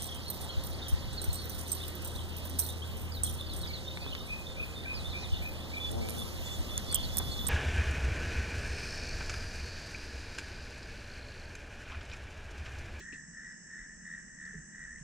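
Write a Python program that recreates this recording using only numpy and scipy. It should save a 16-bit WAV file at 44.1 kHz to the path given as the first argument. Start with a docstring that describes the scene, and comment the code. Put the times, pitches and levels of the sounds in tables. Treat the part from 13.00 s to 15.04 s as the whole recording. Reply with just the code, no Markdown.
"""Tree crickets chirp in the woods at night, about three times a second: runs of short wing strokes near 1.85 kHz.
Each stroke is a raspy tone that sags in pitch; farther singers are coloured noise swelling on a common beat.
Higher crickets trill without pause as stroke trains of arching pitch, over a distant chorus of coloured noise.
The near chirps and the trills are scattered by the trees, as dying noise echoes.
Beneath lie a far-off noise rumble, wavering hum tones, soft ringing bumps and small resonant noise ticks."""
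import sys
import numpy as np
from scipy import signal
from scipy.fft import rfft, irfft
from scipy.io import wavfile

SR = 44100
rng = np.random.default_rng(int(sys.argv[2]) if len(sys.argv) > 2 else 0)


def pcm_store(signal):
    """Save signal as 16-bit PCM."""
    levels = np.round(np.clip(np.atleast_2d(signal), -1, 1) * 32767)
    wavfile.write(sys.argv[1], SR, levels.astype(np.int16).T)


N = 89831
T = np.arange(N) / SR   # time [s]

# Spectrum levels are relative: each noise is set to an rms of one before its own level is applied.
# Positive pan favours the left.

# High trilling crickets: (top pitch [Hz], level at the turning time [dB], stroke rate [1/s], pitch arch [Hz],
# pan [dB], scattered share [dB], turning time [s], fade away from that time [dB/s], negative = grows)
TRILLERS = [(5350, -64.5, 53, 200, 5, 0.5, 0.54, 14.5), (5660, -71.5, 34, 190, -1.5, 5.5, 1.2, 5.5),
            (6233, -70.5, 47.5, 350, 3, 4.5, 0.68, -0.5), (6330, -72.5, 54, 340, 7.5, 1, 0.61, -2),
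            (6950, -75, 51, 400, -16.5, 2.5, 0.72, -1.5), (7710, -71, 49, 450, 14, 2, 0.91, 1.5),
            (7960, -66, 62, 330, -5.5, 3, 1.4, 0.5), (8560, -72.5, 25, 1200, -12.5, -8, 2.1, 10.5)]
# Colour of the distant trillers: (frequency [Hz], level [dB])
CHORUS_SPECTRUM = [(2500, -60), (4300, -30), (4950, -16.5), (5250, -8), (5750, -3), (6200, 0.5), (6700, -7),
                   (7200, -2.5), (7800, 1), (8100, -14.5), (8450, -8), (8750, -31.5), (9300, -52.5),
                   (11000, -68)]
# Colour of a very faint thin sizzle above the chorus: (frequency [Hz], level [dB])
SIZZLE_SPECTRUM = [(11000, -33.5), (11700, 3), (12100, 2), (12600, -11.5), (13000, -29.5)]
# Colour of the farther tree crickets: (frequency [Hz], level [dB])
BEAT_SPECTRUM = [(700, -52.5), (1300, -23.5), (1560, -10.5), (1690, -4), (1790, 2), (1920, -3.5),
                 (2040, -15.5), (2170, -26), (3000, -38), (3800, -37.5), (4200, -56), (8000, -100)]
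# Colour of the night air: (frequency [Hz], level [dB])
RUMBLE_SPECTRUM = [(20, -15.5), (70, -9.5), (108, -10.5), (160, 1.5), (210, 2), (290, -9), (420, -16.5),
                   (650, -22), (1100, -24.5), (2300, -34.5), (2900, -25), (3500, -44.5), (4500, -40.5),
                   (8500, -63.5), (9500, -92.5)]
# Colour of the deepest rumble: (frequency [Hz], level [dB])
DEEP_SPECTRUM = [(10, -12), (35, 0), (70, -1.5), (110, -19), (200, -32), (1000, -100)]
# Course of the deepest rumble: (time [s], level [dB])
DEEP_LEVEL = [(0.0, -60.5), (0.66, -72), (0.75, -78.5), (0.82, -54), (0.88, -64), (1.53, -63), (1.57, -53),
              (1.72, -77), (1.75, -62.5), (2.03, -56)]
# Left-right likeness of all diffuse noise: (frequency [Hz], correlation [-1 to 1])
DIFFUSE_ALIKE = [(40, .93), (100, 0.95), (200, 0.5), (900, 0.41), (1700, 0.77), (3300, 0.45), (5200, 0.007),
                 (8000, 0.058)]
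# Faint hum: (centre pitch [Hz], centre level [dB])
HUMS = [(168, -67.5), (212, -68.5)]
# Soft bumps: (time [s], level before attack and decay [dB], pitch [Hz], t60 [s])
BUMPS = [(.002, -44, 383, 0.051), (0.127, -41.5, 270, 0.062), (.131, -45, 416, 0.029),
         (0.279, -47, 164.6, 0.21), (0.809, -50, 46, 0.12), (1.538, -51.5, 418, 0.12),
         (1.552, -38.5, 165, 0.12), (1.582, -41, 145, 0.089), (2.01, -40, 150, 0.16)]
# Small ticks and rustles: (time [s], level before decay [dB], centre [Hz], width of each filter pass [Hz], t60 [s])
TICKS = [(.002, -54.5, 2700, 2260, 0.19), (0.125, -50, 2600, 300, 0.092), (0.13, -58, 3000, 5040, 0.18),
         (0.402, -67, 4600, 1500, 0.018), (1.453, -52.5, 4800, 484, 0.019), (1.979, -69, 1940, 2160, 0.43)]
# Stroke runs of the nearest tree crickets: (first stroke [s], length [s], stroke rate [1/s], first level [dB],
# fade over the run [dB], negative = grows, pitch [Hz], rasp against the tone [dB])
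CHIRPS = [(.013, .055, 90, -45.5, 0.5, 1820, -36), (.066, .1, 85.4, -45, -5.5, 1867, -30),
          (0.183, 0.076, 72, -42, 6.5, 1814, -39), (.337, 0.084, 84.4, -46.5, -5.5, 1820, -33),
          (.448, 0.077, 91, -39, 12, 1884, -28.5), (0.51, 0.06, 93, -42.5, 5.5, 1860, -40),
          (.705, 0.077, 93, -44, -0.5, 1813, -29.5), (.792, 0.054, 82, -37.5, 6.5, 1885, -30),
          (.861, .08, 82, -46, -0.5, 1823, -41), (1.055, 0.097, 83, -41, -5, 1860, -30),
          (1.166, .055, 71, -40, 5, 1840, -42), (1.283, .08, 80, -47, 8, 1866, -41),
          (1.390, .101, 78.6, -41, -4.5, 1840, -29), (1.511, 0.099, 87.5, -42, 6, 1833, -37),
          (1.737, .116, 87, -43.5, -3.5, 1888, -28.5), (1.887, 0.048, 92, -42.5, -2, 1810, -44),
          (1.960, 0.059, 75, -40.5, 13.5, 1890, -42)]
# Colour of the scraping wing file: (frequency [Hz], level [dB])
RASP_SPECTRUM = [(900, -40.5), (1300, 6), (2200, 0), (3000, -5), (3800, 4), (4150, -18), (8000, -81.5)]

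TRILL_DUTY = .62   # sounding share of each stroke cycle
TRILL_WAVER_HZ, TRILL_WAVER_DB, TRILL_SCATTER_T60_S = 30, 1.0, 0.16
CHORUS_DB, SIZZLE_DB, CHORUS_PAN_DB = -59, -99, -1.9
BEAT_FIRST_S, BEAT_PERIOD_S, BEAT_DEPTH_DB, BEAT_DB = 0.097, 0.352, 3.5, -53.5
RUMBLE_DB, RUMBLE_PAN_DB = -59, -2
HUM_WAVER_HZ, HUM_WAVER_DB = 14, 3
BUMP_ATTACK_S, BUMP_PAN_DB = 0.0023, -5
TICK_TOP_HZ = 7600
STROKE_S, STROKE_SAG_HZ = .0088, 40
STROKE_SPREAD_HZ, STROKE_SPREAD_DB, STROKE_JITTER_S = 12, 1.0, .0002   # chance from stroke to stroke
OCTAVE_DB, NEAR_PAN_DB = -48, 0.5   # second harmonic against the tone; left-right balance
WOODS_DB, WOODS_T60_S, WOODS_ALIKE = -15, 0.28, 0.9
LEFT_LAG_SAMPLES = 2
CUTOFF_HZ = 12600


def from_db(db):
    """Decibels to gain."""
    return 10 ** (np.asarray(db) / 20)


def rms_one(x):
    """Scale to an rms of one."""
    return x / np.sqrt(np.mean(x ** 2) + 1e-20)


def pan(db):
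    """Left and right gains for a level difference."""
    return from_db(np.array([[db], [-db]]) / 2)


def at_hz(points, hz):
    """Read a table on a log-frequency axis."""
    f, value = np.transpose(points)
    return np.interp(np.log(hz + 1), np.log(f), value)


def drift(rate):
    """Slow random wander with an rms of one, from straight lines between 2 * rate knots a second."""
    knots = rng.standard_normal(1024)
    return rms_one(np.interp(T * rate * 2, np.arange(len(knots)), knots))


def stereo_noise(alike):
    """Spectra of left and right white noise whose shared and opposed parts set their likeness."""
    mid, side = rfft(rng.standard_normal((2, N)))
    alike = np.clip(alike, -1, 1)
    return np.sqrt(1 + alike) * mid + np.sqrt(1 - alike) * side * np.array([[1], [-1]])


def far_noise(spectrum):
    """Diffuse stereo noise of a given colour, rms one."""
    hz = np.fft.rfftfreq(N, 1 / SR)
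    white = stereo_noise(at_hz(DIFFUSE_ALIKE, hz))
    return rms_one(irfft(white * from_db(at_hz(spectrum, hz)), N))


def trees(x, t60, alike):
    """Dense dying reflections from trunks and leaves, as convolution with decaying noise."""
    tail = irfft(stereo_noise(alike), N) * from_db(-60 * T / t60)
    return signal.fftconvolve(x[None], rms_one(tail) / np.sqrt(N), axes=1)[:, :N]


def trillers():
    """Unbroken trains of strokes, each an arch in pitch, smeared by the leaves; each singer slowly shifts in level."""
    out = np.zeros((2, N))
    for top_hz, db, rate, arch_hz, pan_db, scatter_db, turn_s, fade_db_per_s in TRILLERS:
        cycle = (rate * T + rng.random() + 0.067 * drift(3)) % 1   # slightly uneven stroke timing
        stroke = np.abs(np.sin(np.pi * np.minimum(cycle / TRILL_DUTY, 1)))
        pitch = top_hz + arch_hz * (stroke - 1) + TRILL_WAVER_HZ * drift(50)
        tone = np.sin(2 * np.pi * np.cumsum(pitch) / SR)
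        song = stroke ** 1.5 * tone * from_db(TRILL_WAVER_DB * drift(8))
        scattered = from_db(scatter_db) * trees(song, TRILL_SCATTER_T60_S, 0)
        level = from_db(db - fade_db_per_s * np.abs(T - turn_s))
        out += level * pan(pan_db) * rms_one(song + scattered)
    return out


def distant_chorus():
    """Distant trills blurred into steady coloured noise, with a very faint sizzle on top."""
    trills = from_db(CHORUS_DB) * far_noise(CHORUS_SPECTRUM)
    sizzle = from_db(SIZZLE_DB) * far_noise(SIZZLE_SPECTRUM)
    return pan(CHORUS_PAN_DB) * (trills + sizzle)


def far_tree_crickets():
    """Many blurred chirps, as coloured noise, swell and fade together on the common beat."""
    beat = np.cos(2 * np.pi * (T - BEAT_FIRST_S) / BEAT_PERIOD_S)
    return from_db(BEAT_DB + BEAT_DEPTH_DB * beat) * far_noise(BEAT_SPECTRUM)


def night_air():
    """A steady low rumble of coloured noise, with a deeper layer that rises and falls."""
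    rumble = from_db(RUMBLE_DB) * far_noise(RUMBLE_SPECTRUM)
    deep_level = from_db(np.interp(T, *np.transpose(DEEP_LEVEL)))
    return rumble + deep_level * far_noise(DEEP_SPECTRUM)


def hum():
    """Low sine tones that wander in pitch and level."""
    out = np.zeros(N)
    for hz, db in HUMS:
        level = from_db(db + HUM_WAVER_DB * drift(5))
        pitch = hz + HUM_WAVER_HZ * drift(8)
        out += level * np.sqrt(2) * np.sin(2 * np.pi * np.cumsum(pitch) / SR)   # root two: rms one
    return out


def bumps():
    """Soft knocks, each a decaying sine ringing briefly at one low pitch."""
    out = np.zeros(N)
    for start_s, db, hz, t60 in BUMPS:
        t = np.maximum(T - start_s, 0)
        attack = 1 - np.exp(-t / BUMP_ATTACK_S)
        out += from_db(db - 60 * t / t60) * attack * np.sin(2 * np.pi * hz * t)
    return pan(BUMP_PAN_DB) * out


def ticks():
    """Short dying bursts of noise, each filtered twice through one resonance."""
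    out = np.zeros((2, N))
    for start_s, db, hz, width_hz, t60 in TICKS:
        b, a = signal.iirpeak(hz, hz / width_hz, fs=SR)
        grain = irfft(stereo_noise(0.66), N)
        for _ in range(2):
            grain = signal.lfilter(b, a, grain)
        decay = (T >= start_s) * from_db(db - 60 * np.maximum(T - start_s, 0) / t60)
        out += rms_one(grain) * decay
    return signal.sosfilt(signal.butter(4, TICK_TOP_HZ, fs=SR, output="sos"), out)


def tree_crickets():
    """Runs of wing strokes that grow or fade; each stroke is a short, slightly raspy tone that sags in pitch."""
    out, rasp = np.zeros(N), far_noise(RASP_SPECTRUM)[0]
    for start, length, rate, db, fade_db, hz, rasp_db in CHIRPS:
        chance = rng.standard_normal((24, 3))   # timing, pitch and level of each stroke
        phases = rng.uniform(0, 2 * np.pi, 24)
        for k in range(min(int(length * rate) + 1, len(phases))):
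            t = T - (start + k / rate + STROKE_JITTER_S * chance[k, 0])   # zero at mid-stroke
            on = np.abs(t) < STROKE_S / 2
            t = t[on]
            # half the sag here: the pitch is the slope of the phase
            mean_hz = hz + STROKE_SPREAD_HZ * chance[k, 1] - STROKE_SAG_HZ * t / STROKE_S / 2
            phase = phases[k] + 2 * np.pi * t * mean_hz
            tone = np.sin(phase) + from_db(OCTAVE_DB) * np.sin(2 * phase)
            scrape = from_db(rasp_db) * rasp[on]
            level = db + STROKE_SPREAD_DB * chance[k, 2] - fade_db * k / (length * rate)
            out[on] += from_db(level) * np.cos(np.pi * t / STROKE_S) ** 2 * (tone + scrape)
    scattered = from_db(WOODS_DB) * trees(out, WOODS_T60_S, WOODS_ALIKE)
    return pan(NEAR_PAN_DB) * (out + scattered)


def from_the_right(pair):
    """The sound reaches the left side a little later."""
    return np.array([np.roll(pair[0], LEFT_LAG_SAMPLES), pair[1]])


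def scene():
    """Crickets near and far over the night air; the trillers stand all around."""
    high = trillers() + distant_chorus()
    low = pan(RUMBLE_PAN_DB) * (night_air() + hum())
    return high + from_the_right(far_tree_crickets() + low + bumps() + ticks() + tree_crickets())


def record(dry):
    """A steep elliptic low-pass cuts off the top."""
    return signal.sosfilt(signal.ellip(10, .2, 70, CUTOFF_HZ, fs=SR, output="sos"), dry)


dry = scene()
out = record(dry)
pcm_store(out)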